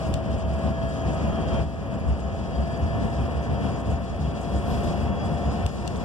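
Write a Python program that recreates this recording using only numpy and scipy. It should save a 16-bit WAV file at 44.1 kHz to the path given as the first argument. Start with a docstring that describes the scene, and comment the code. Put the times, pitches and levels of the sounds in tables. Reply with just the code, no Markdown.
"""Inside an electric bus that cruises along a cracked street and gains a little speed, for about six seconds.
Throughout, coloured noise makes the road's boom and tyre roar, and short low tones thump at each crack.
Sine tones of gears and motor whine and slowly rise; gritty noise bursts make the trim creak.
A plastic panel snaps near the start, a loose one fizzes briefly after 4.6 s, and more snaps come near the end.
Two closely spaced microphones by a side window hear it all in stereo."""
import sys
import numpy as np
from scipy import signal
from scipy.fft import rfft, irfft
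from scipy.io import wavfile
from scipy.ndimage import uniform_filter1d

SR = 44100
rng = np.random.default_rng(int(sys.argv[2]) if len(sys.argv) > 2 else 0)


def to_wav(s):
    """Save 16-bit WAV."""
    ch = np.atleast_2d(s).T  # columns
    pcm = np.round(np.clip(ch, -1, 1) * 32767)  # PCM
    wavfile.write(sys.argv[1], SR, pcm.astype(np.int16))


N = 266452  # length in samples

# Speed of the drive, as the pitch that all its tones are multiples of.
# Each row: time in seconds, pitch in Hz.
DRIVE_SPEED = [(0, 653.9), (1, 665), (2, 668.3), (3, 677.9), (4, 682.3), (5, 692.2), (6.04, 698.3)]
# Level of the treble, where the trim sizzles.
# Each row: time in seconds, relative level in dB.
TREBLE_LEVEL = [(0, -45), (.22, -53), (.62, -47.5), (.76, -52.5), (1.15, -50), (1.58, -50), (1.72, -54.5),
                (2.35, -53.5), (2.52, -51), (3.9, -50.5), (4.1, -53.5), (4.44, -49.5), (4.86, -44.5),
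                (5.03, -49.5), (5.18, -54.5), (5.28, -49), (5.7, -49.5), (6.04, -47.5)]
# The wheels cross cracks in the road.
# Each row: middle in seconds, length in seconds, relative level of the body boom in dB, its pitch in Hz,
# relative level of the panel drone in dB, its pitch in Hz.
ROAD_CRACKS = [(0.128, 0.089, 10, 75, 5, 150.7), (.293, 0.12, 6, 68.1, 1, 123.3),
               (0.474, 0.049, 8, 68.1, -6, 121), (0.542, 0.044, 6.5, 68, -12, 122),
               (0.68, .058, 9.5, 67.8, 6.5, 201.8), (0.84, 0.054, 4, 67, 1.5, 194),
               (1.083, 0.044, 6, 63, 6, 154.9), (1.26, 0.065, 7, 70.24, 6, 160),
               (1.536, .05, 5.5, 70, 3, 156), (1.62, 0.06, 12.5, 69.6, 0, 149.5),
               (1.944, 0.044, -4, 67.35, 3, 204), (2.102, .05, 15, 68.04, 3.5, 196.4),
               (2.26, 0.042, 9.5, 68.8, -7, 197), (2.44, 0.075, 5, 73, -3, 201.6),
               (2.6, 0.049, 10.5, 68, 4, 214), (2.846, 0.038, 12, 82.3, 2.5, 121.2),
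               (2.96, 0.07, 6.5, 72.2, 3, 106), (3.042, 0.047, 8.5, 66, 6.5, 199),
               (3.214, 0.05, 9.5, 68, 4.5, 122.8), (3.372, 0.062, 8.5, 69.9, -14, 228),
               (3.523, 0.037, 9, 77.4, 5, 145.3), (3.652, 0.051, 11, 73.1, 6.5, 198.6),
               (3.917, 0.05, 14.5, 70.86, 7.5, 105), (4.135, .037, 6.5, 67.3, -16, 190),
               (4.256, 0.063, 8, 72, 3, 150), (4.562, 0.049, 10, 65, -0.5, 197.8),
               (4.748, 0.079, 7.5, 72.9, 3, 148), (4.89, 0.044, 8, 65, 4, 161.3),
               (5.052, 0.1, 7.5, 69.2, 3.5, 202.2), (5.243, 0.039, 3, 73, 4, 195),
               (5.32, 0.055, 3, 76.2, 4.5, 163), (5.475, .035, 9.5, 67.6, 4, 105),
               (5.659, 0.017, 12.5, 75, -2, 104.8), (5.982, .071, -3, 79.5, -8, 146)]


def amp(db):
    """Turns decibels into a gain."""
    return 10 ** (np.asarray(db) / 20)


def evened(x):
    """Scales a signal to an average strength (rms) of 1."""
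    return x / np.sqrt(np.mean(x ** 2) + 1e-20)


def over_time(rows):
    """Draws straight lines between the rows of a table, one value a sample."""
    return np.interp(np.arange(N) / SR, *np.transpose(rows))


def over_pitch(rows, hz):
    """Reads a table between its rows, along a logarithmic pitch axis."""
    f, value = np.transpose(rows)
    return np.interp(np.log(hz + 1), np.log(f + 1), value)


def wander(rate):
    """Slow random drift of rms 1, with changes up to about the given rate in Hz."""
    hz = np.fft.rfftfreq(N, 1 / SR)
    spectrum = rfft(rng.standard_normal(N))
    return evened(irfft(spectrum / (1 + (hz / rate) ** 4), N))


def at_ports(left, right):
    """Gives two spectra the differences in phase and level between the two microphones."""
    # Each row: pitch in Hz, phase in radians by which the left leads.
    left_lead = [(60, 0.5), (270, 1.3), (420, -0.4), (600, 0.2), (1350, 0.4), (1700, 2.6), (2200, 3.1),
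                 (2900, 5.5), (3500, 6.8), (4000, 8.9), (4400, 9.5), (5300, 12.4), (6400, 15.6),
                 (8600, 21.9)]
    # Each row: pitch in Hz, left level minus right level in dB.
    left_balance = [(60, 0.5), (110, -0.5), (200, 4), (380, 4), (700, 1), (1280, 0.5), (2370, 2.5),
                    (4370, 2), (8070, 7), (14900, 15)]
    hz = np.fft.rfftfreq(N, 1 / SR)
    tilt = amp(over_pitch(left_balance, hz))
    delayed = right * np.exp(-1j * over_pitch(left_lead, hz))
    keep_power = np.sqrt(2 / (1 + tilt ** 2))
    return np.array([left * tilt, delayed]) * keep_power


def road(level_db=-26.5, lowest_hz=42, spill=2.4,
         boom_jolt=0.21, drone_jolt=0.51, roar_jolt=0.15, treble_jolt=0.11):
    """Noise coloured by the cabin, in five pitch bands that each follow a level curve and the jolts."""
    # Level of the road noise, which dips briefly after the big thumps.
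    # Each row: time in seconds, relative level in dB.
    road_level = [(0, -40.5), (.22, -43), (.68, -39.5), (.76, -43), (1.12, -39.5), (1.6, -37),
                  (1.65, -46.5), (2.05, -43), (2.2, -43.5), (3.0, -40.5), (3.65, -39.5), (4.08, -44),
                  (4.5, -41), (4.82, -37), (5.14, -40), (5.64, -38), (5.72, -45), (5.88, -40.5)]
    # Colour of the road noise in the cabin. Each row: pitch in Hz, relative level in dB.
    road_colour = [(20, -37), (36, -16), (46, -20.5), (62, -2.5), (88, -5.5), (150, -10), (215, -9),
                   (310, -15.5), (500, -18), (730, -18.5), (860, -26.5), (1100, -28.5), (1600, -32.5),
                   (1900, -35), (2120, -41.5), (2350, -34.5), (3200, -40), (3700, -46), (4080, -44),
                   (4270, -53.5), (4450, -41.5), (4750, -43), (6200, -49.5), (8000, -50.5), (12000, -63),
                   (14200, -71.5)]
    # Cabin and tyre resonances. 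Each row: pitch in Hz, width in Hz, lift in dB.
    resonances = [(68, 8.1, 2.5), (150.3, 22, 4.5), (205, 25, 2.5), (583, 22, 3.5), (766, 25, 4.5),
                  (936, 48, 5.5), (1077, 110, 4), (2875, 100, 3.5), (3410, 190, 5)]
    # Likeness of left and right. Each row: pitch in Hz, likeness (1 alike, 0 or below unrelated).
    likeness = [(60, 0.8), (90, 0.77), (240, 0.58), (360, 0.06), (520, 0.63), (1120, 1), (1480, 0.07),
                (2050, 0.8), (2550, 1), (3250, 1), (3700, 0.5), (4150, 0.8), (7000, 0.5), (10000, -0.48)]

    hz = np.fft.rfftfreq(N, 1 / SR)
    a, b, c, d = rng.standard_normal((4, len(hz)))
    left = a + 1j * b
    same = np.clip(over_pitch(likeness, hz), 0, .99)
    right = same * left + np.sqrt(1 - same ** 2) * (c + 1j * d)
    colour_db = over_pitch(road_colour, hz)
    for f, width, lift_db in resonances:
        colour_db = colour_db + lift_db / (1 + (2 * (hz - f) / width) ** 2)
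    rest = at_ports(left, right) * amp(colour_db)
    rest /= np.std(irfft(rest, N))

    boom, drone = jolts()
    # from low to high: (level, upper edge in Hz, smoothing in seconds)
    bands = [
        (swell(road_level, follow=0.48, jolt=boom_jolt * boom, flutter_db=1.0, flutter_hz=8.8), 88, .035),
        (swell(road_level, follow=0.63, jolt=drone_jolt * drone, flutter_db=0.97, flutter_hz=13.0), 290, .06),
        (swell(road_level, follow=0.91, jolt=roar_jolt * drone, flutter_db=.5, flutter_hz=6.2), 3400, .1),
        (swell(TREBLE_LEVEL, follow=1.0, jolt=treble_jolt * drone, flutter_db=2.1, flutter_hz=17), 9500, .1),
        (swell(TREBLE_LEVEL, follow=1.1, jolt=treble_jolt * drone, flutter_db=2.0, flutter_hz=16), 30000, .1)]
    out = np.zeros((2, len(hz)), complex)
    for level, top_hz, seconds in bands:
        band = rest / (1 + (hz / top_hz) ** 12)
        rest = rest - band
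        moving = rfft(steadied(irfft(band, N), seconds) * level)
        # a heavy part cannot follow a jolt at once: limit the higher pitches that fast swells add
        out += moving / (1 + (hz / (spill * top_hz)) ** 8)
    low_cut = hz ** 3 / np.hypot(hz ** 3, lowest_hz ** 3)
    return amp(level_db) * irfft(out * low_cut, N)


def jolts():
    """Power that the cracks feed into body boom and panel drone: each swells and dies away."""
    power = np.zeros((2, N))
    for s, length, boom_db, _, drone_db, _ in ROAD_CRACKS:
        power += (amp([[boom_db], [drone_db]]) * bump_shape(s, length)) ** 2
    return power


def swell(level_curve, follow, jolt, flutter_db, flutter_hz):
    """Level of one band: steady noise that follows a level curve and flutters by chance, plus jolt power."""
    level_db = over_time(level_curve)
    steady_db = follow * (level_db - level_db.mean()) + flutter_db * wander(rate=flutter_hz)
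    return evened(np.sqrt(amp(steady_db) ** 2 + jolt))


def steadied(x, seconds):
    """Evens out the chance swells of a noise by dividing by its own smoothed strength."""
    power = (x ** 2).mean(0)
    for _ in range(2):
        power = uniform_filter1d(power, max(int(seconds * SR), 2))
    return x * np.sqrt(power.mean() / (abs(power) + 1e-14))


def thumps(body_db=-37, panel_db=-37, waver_hz=4, skew_rad=0.47):
    """Each bump rings the body and one panel as two short, low tones with slightly wavering pitch."""
    t, out = np.arange(N) / SR, np.zeros((2, N))
    waver = np.cumsum(waver_hz * wander(rate=20.5)) / SR
    for s, length, boom_db, boom_hz, drone_db, drone_hz in ROAD_CRACKS:
        near = abs(t - s) < 2 * length
        shape = bump_shape(s, length)[near]
        for db, hz in ((body_db + boom_db, boom_hz), (panel_db + drone_db, drone_hz)):
            turns = hz * t[near] + waver[near] + rng.random()
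            # a random phase on each side: every thump comes from a slightly different direction
            angle = 2 * np.pi * turns + skew_rad * rng.uniform(-1, 1, (2, 1))
            out[:, near] += amp(db) * shape * np.sqrt(2) * np.sin(angle)
    return irfft(at_ports(*rfft(out)), N)


def bump_shape(s, length, rise=0.68, fall=0.65, steepness=2.56):
    """Swell and decay of a bump, as shares of its length; steepness 2 is a soft bell, more is squarer."""
    t = np.arange(N) / SR - s
    width = length * np.where(t < 0, rise, fall)
    return np.exp(-.5 * np.minimum(abs(t / width) ** steepness, 60))


def drive(gear_db=0.0, motor_db=1, jitter_hz=1.42, gear_rough=0.11, motor_rough=0.18, motor_grit=0.19):
    """Gear and motor tones rise together with speed; road vibration roughens them."""
    # Level of the gear tones, which dips briefly after big thumps.
    # Each row: time in seconds, relative level in dB.
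    gear_level = [(0, -37.5), (.2, -37), (.6, -32), (1.12, -37.5), (1.25, -35), (1.59, -34.5), (1.65, -43),
                  (2.2, -41.5), (2.6, -39), (3.0, -36.5), (3.62, -37.5), (4.05, -43), (4.85, -37),
                  (5.2, -42.5), (5.6, -35), (5.71, -49), (6.04, -43)]
    # Level of the motor tones. Each row: time in seconds, relative level in dB.
    motor_level = [(0, -59), (.3, -58.5), (.72, -61.5), (.82, -52), (1.0, -56), (1.25, -57.5), (1.56, -49),
                   (1.595, -51.5), (1.625, -65), (2.1, -69), (2.55, -59.5), (3.15, -62), (3.55, -57),
                   (3.95, -64.5), (4.25, -59.5), (4.75, -58), (5.02, -56.5), (5.25, -50), (5.5, -63),
                   (6.04, -63)]
    # Gear tones. Each row: multiple of the drive's pitch, relative level in dB, unsteadiness in dB,
    # share of the gear level's changes that it follows (0-1).
    gear_tones = [(.834, -15.5, 0.5, 0.4), (.998, -0.5, 0.94, 0.9), (1.878, -21.5, 1.5, 0.3),
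                  (2.558, -17.5, 1.1, 0.04)]
    # Motor tones. Each row: multiple of the drive's pitch, relative level in dB, unsteadiness in dB,
    # share of the motor level's changes that it follows (0-1).
    motor_tones = [(3.908, -4.5, 2, 0.2), (4.801, -1.5, 1, 1), (7.077, -8.5, 3, 0), (8.351, -15.5, 1, 0.4),
                   (10.012, -13, 3, 0)]

    turns = np.cumsum(over_time(DRIVE_SPEED) + jitter_hz * wander(rate=11.7)) / SR
    gears = tones(gear_tones, turns, gear_level) * amp(gear_db)
    gears = gears * (1 + gear_rough * wander(rate=11))
    motor = tones(motor_tones, turns, motor_level) * amp(motor_db)
    motor = motor * (1 + motor_rough * wander(rate=17.0) + motor_grit * wander(rate=38))
    spectrum = rfft(gears + motor)
    return irfft(at_ports(spectrum, spectrum), N)


def tones(table, turns, level_curve):
    """Sines locked to the drive follow a level curve and swell as they glide through standing waves."""
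    # Standing waves of the cabin. Each row: pitch in Hz, width in Hz, lift in dB.
    standing_waves = [(576, 4, 12), (1249.5, 3, 10), (1696.5, 11, 12), (1733, 18, 9), (1776, 14, 6),
                      (4713, 10, 5), (4785, 26, 3.5), (4909, 10, 7.5), (5660, 14, 6), (5805, 45, 5.5),
                      (6660, 22, 10), (6712, 10, 7), (6830, 40, 5), (6955, 70, 5)]
    curve_db, speed_hz = over_time(level_curve), over_time(DRIVE_SPEED)
    usual_db = curve_db.mean()
    out = np.zeros(N)
    for multiple, db, unsteady_db, share in table:
        level_db = usual_db + db + share * (curve_db - usual_db)
        for f, width, top_db in standing_waves:
            level_db = level_db + top_db / (1 + (2 * (multiple * speed_hz - f) / width) ** 2)
        level_db = level_db + unsteady_db * wander(rate=10.0)
        out += amp(level_db) * np.sqrt(2) * np.sin(2 * np.pi * (multiple * turns + rng.random()))
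    return out


def trim(right_db=-3, shade_hz=6500):
    """A plastic panel snaps as the body twists, a little differently each time."""
    # Each row: start in seconds, left peak in dB, pitch as a multiple of the panel's own tones,
    # strength of the first crack (halved on the right).
    panel_snaps = [(.1399, -19, 1, .9), (5.6636, -17.5, .99, .9), (5.8765, -21.5, .98, .6),
                   (5.8786, -27.5, 1.01, .5), (5.959, -31, 1.04, 1.2)]
    out = np.zeros((2, N))
    for s, db, pitch, crack in panel_snaps:
        left = plastic_ring(pitch, crack)
        # the right microphone is shaded from the sharpest part of the crack
        right = signal.lfilter(*signal.butter(2, shade_hz, fs=SR), plastic_ring(pitch, crack / 2))
        snap = amp(db) * np.array([left, amp(right_db) * right])
        part = out[:, round(s * SR):][:, :snap.shape[1]]
        part += snap[:, :part.shape[1]]
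    return out


def plastic_ring(pitch, crack, crack_t60=.009, scatter=.055, scatter_t60=.035):
    """One snap at one microphone: a bright crack, short ringing, and reflections from nearby glass."""
    # What the plastic rings with. Each row: pitch in Hz, relative level in dB,
    # time to fade by 60 dB in seconds.
    plastic_modes = [(2870, 0, 0.013), (3480, -2.5, 0.009), (4200, -3, 0.006), (4750, -3.5, 0.006),
                     (5900, -3, 0.006), (7000, -6, 0.006), (7750, -3, 0.008), (8550, -4, 0.007),
                     (9600, -13, .006), (13500, -13, 0.004)]
    # Colour of the first crack. Each row: pitch in Hz, relative level in dB.
    crack_colour = [(800, -16), (2200, -7), (2900, -2), (8000, -3), (10500, -14), (14500, -13)]
    t, hz = np.arange(2048) / SR, np.fft.rfftfreq(2048, 1 / SR)
    ring = np.zeros(len(t))
    for f, db, t60 in plastic_modes:
        ring += amp(db - 60 * t / t60) * np.sin(2 * np.pi * (pitch * f * t + rng.random()))
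    burst = evened(irfft(rfft(rng.standard_normal(len(t))) * amp(over_pitch(crack_colour, hz))))
    ring = ring + crack * burst * amp(-60 * t / crack_t60)
    # sparse random echoes that die away, after the direct sound
    paths = scatter * rng.standard_normal(len(t)) * (rng.random(len(t)) < .15) * amp(-60 * t / scatter_t60)
    paths[0] = 1
    soft_start = 1 - np.exp(-t / 0.00066)
    ring = signal.fftconvolve(ring * soft_start, paths)
    return ring / abs(ring).max()


def near_creaks(level_db=1.0, centre_hz=7500, width_hz=2800, right_db=-8):
    """A joint close on the left gives the clearer creaks, each one a rub of gritty noise."""
    # Each row: middle in seconds, length in seconds (sound stops after 4096 samples), relative level in dB.
    clear_creaks = [(0.07, 0.046, -55), (0.312, 0.026, -56), (0.393, .045, -55), (.54, .03, -56),
                    (0.902, 0.051, -56), (1.145, 0.071, -53), (2.087, 0.085, -58), (2.202, 0.048, -56.5),
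                    (2.723, 0.063, -58), (3.108, 0.037, -54), (3.801, 0.054, -53.5), (3.919, 0.064, -51),
                    (4.422, 0.067, -50.5), (4.578, 0.12, -54.5), (5.262, 0.073, -52), (5.77, 0.027, -59),
                    (5.974, 0.04, -52)]
    out = np.zeros((2, N))
    for s, length, db in clear_creaks:
        start = max(round((s - length / 2) * SR), 0)
        part = out[:, start:][:, :4096]
        part += amp(db + level_db) * rasp(centre_hz, width_hz, length)[:, :part.shape[1]]
    return out * np.array([[1], [amp(right_db)]])


def rasp(centre_hz, width_hz, length, slips_per_s=1500):
    """One brief rub of a joint: a gritty run of tiny slips that swells and stops."""
    t, hz = np.arange(4096) / SR, np.fft.rfftfreq(4096, 1 / SR)
    slips = rng.standard_normal((2, len(t))) * (rng.random(len(t)) < slips_per_s / SR)
    grit = irfft(rfft(slips) / (1 + (2 * (hz - centre_hz) / width_hz) ** 2))
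    return evened(grit) * np.sin(np.pi * np.minimum(t / length, 1)) ** 2


def creaks(level_db=-7.5, per_s=0.74, spread_db=2, width_hz=1900, length=0.038, right_db=-7, count=16):
    """Joints of the trim rub faintly at random times, each at its own pitch, following the treble level."""
    out = np.zeros((2, N))
    for centre_hz in np.geomspace(5500, 10500, count):
        rub = rasp(centre_hz, width_hz, length * rng.uniform(0.8, 1.8))
        strength = amp(spread_db * np.minimum(rng.exponential(1, N), 2))
        starts = (rng.random(N) < per_s / SR) * strength
        rubs = signal.oaconvolve(starts[None], rub, axes=1)[:, :N]
        out += rubs / (1 + (centre_hz / 9000) ** 4)  # higher joints are fainter
    return out * amp(over_time(TREBLE_LEVEL) + level_db) * np.array([[1], [amp(right_db)]])


def buzz(centre_hz=11300, width_hz=2600, ticks_per_s=2500, right_db=-10):
    """A loose panel chatters so fast that its ticks merge into a thin fizz, mostly on the left."""
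    # Each row: time in seconds, left level in dB.
    buzz_level = [(4.64, -83), (4.69, -53), (4.75, -62), (4.86, -62), (4.95, -74), (5.02, -77)]
    hz = np.fft.rfftfreq(N, 1 / SR)
    ticks = rng.standard_normal((2, N)) * (rng.random(N) < ticks_per_s / SR)
    fizz = evened(irfft(rfft(ticks) / (1 + (2 * (hz - centre_hz) / width_hz) ** 4), N))
    return fizz * amp(over_time(buzz_level)) * np.array([[1], [amp(right_db)]])


def scene():
    """Road noise, thumps, drive and trim together."""
    return road() + thumps() + drive() + trim() + creaks() + near_creaks() + buzz()


def record(dry, edge_hz=14500):
    """The recorder's band limit takes away what lies above its edge."""
    low_pass = signal.firwin(255, edge_hz, window=("kaiser", 8), fs=SR)
    return signal.oaconvolve(dry, low_pass[None], "same")


dry = scene()
out = record(dry)
to_wav(out)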